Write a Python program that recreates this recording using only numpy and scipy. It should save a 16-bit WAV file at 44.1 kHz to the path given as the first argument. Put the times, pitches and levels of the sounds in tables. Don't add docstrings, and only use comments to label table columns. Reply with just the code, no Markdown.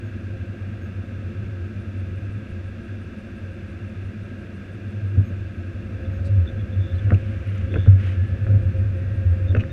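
import sys
import numpy as np
from scipy import signal
from scipy.fft import rfft, irfft
from scipy.io import wavfile

SR = 44100
rng = np.random.default_rng(int(sys.argv[2]) if len(sys.argv) > 2 else 0)


def store_wav(level_fs):
    pcm = np.round(np.clip(np.atleast_2d(level_fs), -1, 1) * 32767)
    wavfile.write(sys.argv[1], SR, pcm.T.astype(np.int16))


N = 428652
TIME_S = np.arange(N) / SR

# time in seconds, firing rate in Hz, load level in dB.
ENGINE_CURVE = [(0, 89, -62), (5.65, 88.56, -64), (6.02, 87.36, -48), (6.29, 92.7, -47.5),
                (6.66, 85.56, -49.5), (6.9, 89.7, -51), (8.2, 87.12, -52), (8.55, 88.5, -47.5),
                (8.88, 88.2, -47), (9.12, 90.5, -48), (9.45, 87, -47), (9.72, 90, -47.5)]
# frequency in Hz, relative level in dB.
CLUNK_SPECTRUM = [(100, 4.5), (220, 3), (350, -4.5), (500, 0.5), (700, -10), (900, -28), (1500, -14.5),
                  (4000, -65.5), (12000, -84.5)]


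def amp(db):
    return 10 ** (np.asarray(db) / 20)


def unit_rms(x):
    return x / np.sqrt(np.mean(x ** 2) + 1e-20)


def follow(rows):
    times_s, *columns = np.transpose(rows)
    return [np.interp(TIME_S, times_s, column) for column in columns]


def add(mix, start_s, sound):
    part = mix[max(round(start_s * SR), 0):][:len(sound)]
    part += sound[:len(part)]


def spectrum_db(spectrum, hz):
    points_hz, points_db = np.transpose(spectrum)
    return np.interp(np.log(hz + 1), np.log(points_hz), points_db)


def noise(spectrum, peaks=()):
    hz = np.fft.rfftfreq(N, 1 / SR)
    db = spectrum_db(spectrum, hz)
    for centre_hz, width_hz, height_db in peaks:
        db = db + height_db / (1 + (2 * (hz - centre_hz) / width_hz) ** 2)
    return unit_rms(irfft(rfft(rng.standard_normal(N)) * amp(db), N))


def band(hz, width_hz, size):
    bell = np.exp(-2 * ((np.fft.fftfreq(size, 1 / SR) - hz) / width_hz) ** 2)
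    z = np.fft.ifft(np.fft.fft(rng.standard_normal(size)) * bell)
    return z / np.sqrt(np.mean(abs(z) ** 2) + 1e-20)


def drift(rate_hz):
    return unit_rms(band(0, rate_hz, N).real)


def swell(length_s):
    return signal.windows.tukey(max(int(length_s * SR), 8), .6)


def burst(spectrum, t60_s, tail_db=-26, tail_t60_s=.18, size=2048):
    t = np.arange(SR // 4) / SR
    shape = amp(-60 * t / t60_s) + amp(tail_db - 60 * t / tail_t60_s)
    log_gain = np.log(amp(spectrum_db(spectrum, abs(np.fft.fftfreq(size, 1 / SR)))))
    body = np.fft.ifft(np.exp(signal.hilbert(log_gain).conj())).real
    ring = signal.fftconvolve(shape * rng.standard_normal(len(t)), body)
    return ring * np.linalg.norm(shape) / np.linalg.norm(ring)


def blower(level_db=-38.5, waver_db=0.11):
    # frequency in Hz, relative level in dB.
    air_spectrum = [(130, -17.5), (210, 4.5), (290, -8.5), (430, -16), (700, -19.5), (850, -34),
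                    (1050, -29.5), (1350, -22.5), (2100, -26), (2750, -24.5), (3050, -35.5), (5000, -41.5),
                    (10000, -54), (15000, -63)]
    # centre in Hz, width in Hz, height in dB.
    duct_peaks = [(344.7, 37, 10.54), (455, 21, 1.9), (538, 45, 7.4), (913, 60, 5.9), (1288, 47, 6.4),
                  (1560, 120, 5), (1638, 108, 9.1), (2420, 91, 3.6), (2653, 80, 3.6), (3490, 390, 6.5),
                  (6100, 370, 2.8)]
    return amp(level_db + waver_db * drift(18)) * noise(air_spectrum, duct_peaks)


def tyres(boom_hz=96.57, wander_hz=4, flutter_db=1.5, lump_width_hz=20, lump_knee=0.71):
    # time in seconds, level in dB.
    shake_curve = [(0, -32), (2.2, -30.5), (3.4, -36), (4.1, -32), (4.65, -39), (5.0, -28.5), (5.45, -29),
                   (5.8, -33.5), (6.15, -27.5), (6.65, -27), (7.33, -28), (7.52, -24), (8.1, -22.5),
                   (8.9, -21.5), (9.72, -24.5)]
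    # start and length in seconds, level in dB, pitch in Hz.
    ruts = [(5.0, 0.2, -26.5, 96.12), (6.059, 0.08, -24.5, 94.4), (6.183, .11, -21, 92.9),
            (6.267, 0.21, -15, 91.5), (6.748, 0.094, -17, 98.16), (6.922, 0.073, -20, 92.96),
            (7.035, .07, -15, 98), (8.155, .1, -17, 96.4), (8.483, .12, -13, 98.5),
            (8.647, 0.068, -18.5, 95.6), (8.769, 0.13, -21, 100.7), (9.233, .14, -14.5, 86.36),
            (9.408, 0.067, -18, 91.2), (9.486, 0.059, -13.5, 96.1)]
    rut_gain = np.zeros(N)
    hz = boom_hz + wander_hz * drift(22)
    for start_s, length_s, db, rut_hz in ruts:
        add(rut_gain, start_s, amp(db) * swell(length_s))
        add(hz, start_s, (rut_hz - boom_hz) * swell(length_s))
    lumps = unit_rms(np.tanh(abs(band(0, lump_width_hz, N)) / lump_knee))
    shake_gain = amp(follow(shake_curve)[0]) * lumps
    ring = unit_rms(np.sin(2 * np.pi * np.cumsum(hz) / SR) * amp(flutter_db * drift(31)))
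    return np.hypot(shake_gain, rut_gain) * ring


def chassis(level_db=-44, light_load_db=-62, load_share=0.4):
    # frequency in Hz, relative level in dB.
    rumble_spectrum = [(15, -25), (30, -10), (50, -3), (70, 0), (100, -15), (130, -5), (170, -8),
                       (300, -17.5), (700, -27.5), (1200, -74.5)]
    _, load_db = follow(ENGINE_CURVE)
    return amp(level_db + load_share * (load_db - light_load_db)) * noise(rumble_spectrum)


def engine(waver_db=2.5, jitter=.003, intake_hz=532, intake_width_hz=45, intake_db=-5, clatter_db=-8):
    # multiple of the firing rate, level in dB relative to load.
    orders = [(.6, -3), (.8, 12.5), (1, 12), (6, 0.5)]
    # frequency in Hz, relative level in dB.
    clatter_spectrum = [(300, -9), (640, 2.5), (900, -10.5), (1200, -1.5), (1750, 3), (2000, -5),
                        (2500, -0.5), (3200, -16), (6000, -35.5)]
    firing_hz, load_db = follow(ENGINE_CURVE)
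    cycles = np.cumsum(firing_hz * (1 + jitter * drift(36))) / SR
    drone = np.zeros(N)
    for multiple, db in orders:
        gain = amp(load_db + db + waver_db * drift(15))
        drone += gain * np.sin(2 * np.pi * (multiple * cycles + rng.random()))
    intake = amp(load_db + intake_db) * band(intake_hz, intake_width_hz, N).real
    clatter = amp(load_db + clatter_db) * noise(clatter_spectrum)
    return clatter + np.sqrt(2) * (drone + intake)


def squeals(octave_db=-7, glide=0.0038, jitter=.007):
    # start and length in seconds, pitch in Hz, level in dB.
    thin_squeals = [(.03, .075, 6620, -74), (.803, 0.081, 6520, -70), (5.235, .075, 6470, -70),
                    (6.12, .075, 6610, -72)]
    out = np.zeros(N)
    for start_s, length_s, hz, db in thin_squeals:
        shape = swell(length_s)
        bend = glide * np.linspace(-1, 1, len(shape)) + jitter * band(0, 400, len(shape)).real
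        phase = 2 * np.pi * np.cumsum(hz * (1 + bend)) / SR
        tone = np.sin(phase) + amp(octave_db) * np.sin(2 * phase)
        add(out, start_s, amp(db) * shape * unit_rms(tone))
    return out


def brushing_and_ice(period_s=.1715, stray_s=.008, brush_s=.055,
                     brush_hz=8900, brush_width_hz=1500, brush_db=-76):
    spells = [(1.82, 5.15), (6.96, 7.35), (8.11, 9.35)]
    # start and length in seconds, centre and width in Hz, level in dB.
    scuff_and_ticks = [(6.237, 0.06, 4130, 2400, -57.5), (6.244, 0.039, 7650, 4000, -62.5),
                       (7.468, 0.012, 10000, 2500, -68), (7.497, 0.0086, 9800, 2500, -65),
                       (7.548, .016, 11000, 3000, -69), (7.578, 0.0071, 6480, 1200, -60),
                       (7.728, 0.012, 7500, 4500, -69), (8.067, 0.011, 5440, 3500, -64)]
    out = np.zeros(N)
    beats_s = np.concatenate([np.arange(start_s, end_s, period_s) for start_s, end_s in spells])
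    beats_s += stray_s * rng.standard_normal(len(beats_s))
    brushes = [(mid_s - brush_s / 2, brush_s, brush_hz, brush_width_hz, brush_db) for mid_s in beats_s]
    for start_s, length_s, hz, width_hz, db in scuff_and_ticks + brushes:
        shape = swell(length_s)
        add(out, start_s, amp(db) * shape * unit_rms(band(hz, width_hz, len(shape)).real))
    return out


def crunches_and_groans(groan_width_hz=150, groan_db=-3, grit_db=-2, lumpy_db=1.0):
    # start and length in seconds, relative level in dB, groan pitch in Hz.
    crunches = [(5.141, 0.096, -33.5, 210), (5.286, 0.052, -39, 250), (7.039, 0.158, -29, 212),
                (7.689, 0.12, -31.5, 343), (8.449, 0.16, -30, 178), (9.469, 0.21, -31, 225)]
    effort, groans = np.zeros(N), np.zeros(N)
    for start_s, length_s, db, hz in crunches:
        shape = amp(db) * swell(length_s)
        add(effort, start_s, shape)
        add(groans, start_s, shape * unit_rms(band(hz, groan_width_hz, len(shape)).real))
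    grit = effort * noise(CLUNK_SPECTRUM, peaks=[(181, 200, 7.2)])
    return (amp(grit_db) * grit + amp(groan_db) * groans) * amp(lumpy_db * drift(70))


def knocks(build_s=0.015, modes_db=4, contact_db=-2,
           clunk_t60_s=0.062, clack_t60_s=0.01, tick_t60_s=0.044):
    # frequency in Hz, relative level in dB, T60 in seconds.
    cab_modes = [(98.1, 2.5, 0.24), (69.5, -21, 0.087), (120.5, -27, 0.17), (161, -16.5, 0.13),
                 (229.7, -10, 0.067)]
    # start in seconds, relative thump and clunk levels in dB.
    heavy_knocks = [(5.168, -7.5, -37), (5.309, -27.5, -35), (7.118, -6, -16), (7.7577, -16, -16),
                    (7.772, -9.5, -34), (7.87, -1, -23), (7.922, -11.5, -51), (8.503, -14.5, -28.5),
                    (9.5647, -8, -20)]
    # start in seconds, relative clack and clunk levels in dB.
    linkage_clacks = [(7.1056, -20, -26), (7.7405, -28, -27), (7.7577, -28, -30), (7.861, -35, -20.5),
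                      (8.4667, -28, -26), (9.549, -17, -17.5), (9.5655, -30, -43), (9.598, -31, -46),
                      (9.611, -31, -42), (9.637, -29, -49)]
    # start in seconds, relative level in dB.
    blade_ticks = [(7.142, -33.5), (7.7402, -33.5), (9.5656, -35), (9.595, -34), (9.604, -31.5)]
    # frequency in Hz, relative level in dB.
    clack_spectrum = [(300, -2.5), (700, -1), (900, -5), (1300, 6), (1650, 8.5), (2050, -0.5), (2700, 2),
                      (3200, -16.5), (4000, -29.5), (6100, -42), (14000, -71.5)]
    tick_spectrum = [(1200, -20.5), (2200, 0), (2500, 12.5), (2900, 3.5), (3300, -12), (4300, -13),
                     (5000, -29), (6100, -15.5), (7200, -34.5), (14000, -44)]
    out = np.zeros(N)
    t = np.arange(SR // 2) / SR
    ring = sum(amp(db - 60 * t / t60_s) * np.sin(2 * np.pi * hz * t) for hz, db, t60_s in cab_modes)
    attack = 1 - np.exp(-(t / build_s) ** 2)
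    thump = -amp(modes_db) * ring * attack
    for start_s, thump_db, clunk_db in heavy_knocks:
        add(out, start_s, amp(thump_db) * thump)
        add(out, start_s, amp(contact_db + clunk_db) * burst(CLUNK_SPECTRUM, clunk_t60_s))
    for start_s, clack_db, clunk_db in linkage_clacks:
        add(out, start_s, amp(contact_db + clack_db) * burst(clack_spectrum, clack_t60_s))
        add(out, start_s, amp(contact_db + clunk_db) * burst(CLUNK_SPECTRUM, clunk_t60_s))
    for start_s, db in blade_ticks:
        add(out, start_s, amp(contact_db + db) * burst(tick_spectrum, tick_t60_s))
    return out


def trim(shake_hz=96, roughness=1.08, overtone_db=-21, undertone_db=-8):
    # start and length in seconds, pitch in Hz, level in dB, chatter depth from 0 to 1.
    squeaks = [(6.046, 0.029, 3500, -55, .5), (6.463, 0.045, 3540, -48.5, 0.6),
               (6.578, .05, 3420, -56, 0.2), (6.715, 0.045, 3520, -56.5, .5), (6.759, 0.22, 3520, -56, 0.1),
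               (6.94, .035, 4000, -61, .3), (6.978, 0.026, 3470, -51.5, .6),
               (7.686, 0.22, 3480, -51.5, 0.8), (9.469, 0.06, 3600, -50, 0.5),
               (9.699, 0.028, 3618, -54, 0.56)]
    out = np.zeros(N)
    for start_s, length_s, hz, db, chatter in squeaks:
        shape = swell(length_s)
        t = np.arange(len(shape)) / SR
        slip = (1 - chatter * np.cos(np.pi * shake_hz * t) ** 2) ** 2
        tone = np.sin(2 * np.pi * hz * t) + roughness * band(hz, 300, len(t)).real
        tone += amp(overtone_db) * band(hz * 1.74, 400, len(t)).real
        tone += amp(undertone_db) * band(hz * 0.49, 400, len(t)).real
        add(out, start_s, amp(db) * shape * unit_rms(slip * tone))
    return out


def drivetrain(waver_db=2.5, jitter=.003):
    # time in seconds, pitch in Hz, level in dB.
    whine_curve = [(6.5, 1900, -74), (6.8, 1816, -61), (7.05, 1723, -55), (7.4, 1694, -76.5),
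                   (8.2, 1707, -53), (8.72, 1765, -61.5), (9.03, 1902, -58.5), (9.35, 1857, -64),
                   (9.6, 1789, -60)]
    hz, db = follow(whine_curve)
    gain = amp(db + waver_db * drift(25)) * (TIME_S > whine_curve[0][0])
    cycles = np.cumsum(hz * (1 + jitter * drift(40))) / SR
    return np.sqrt(2) * gain * np.sin(2 * np.pi * cycles)


def wipers(drag_start_s=6.54, drag_length_s=2.23, drag_db=-50.5, judder_db=1.6):
    # midpoint and length in seconds, level in dB.
    strokes = [(7.523, 0.22, -53), (8.068, 0.23, -47)]
    # frequency in Hz, relative level in dB.
    rubber_spectrum = [(400, 12), (900, -6.5), (1400, 8), (2300, 6.5), (2800, 4.5), (3300, -2.5),
                       (4700, -15.5), (6200, -16.5), (7500, -26), (9300, -24.5), (14000, -43.5)]
    rub = np.zeros(N)
    add(rub, drag_start_s, amp(drag_db) * swell(drag_length_s))
    for mid_s, length_s, db in strokes:
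        add(rub, mid_s - length_s / 2, amp(db) * swell(length_s) ** 2)
    return rub * amp(judder_db * drift(60)) * noise(rubber_spectrum)


def scene():
    mix = blower() + tyres() + chassis() + engine()
    mix += squeals() + brushing_and_ice() + crunches_and_groans()
    mix += knocks() + trim() + drivetrain() + wipers()
    return mix[None]


def record(dry, cutoff_hz=15600):
    lowpass = signal.firwin(511, cutoff_hz, window=("kaiser", 9), fs=SR)
    return signal.oaconvolve(dry, lowpass[None], "same")


dry = scene()
out = record(dry)
store_wav(out)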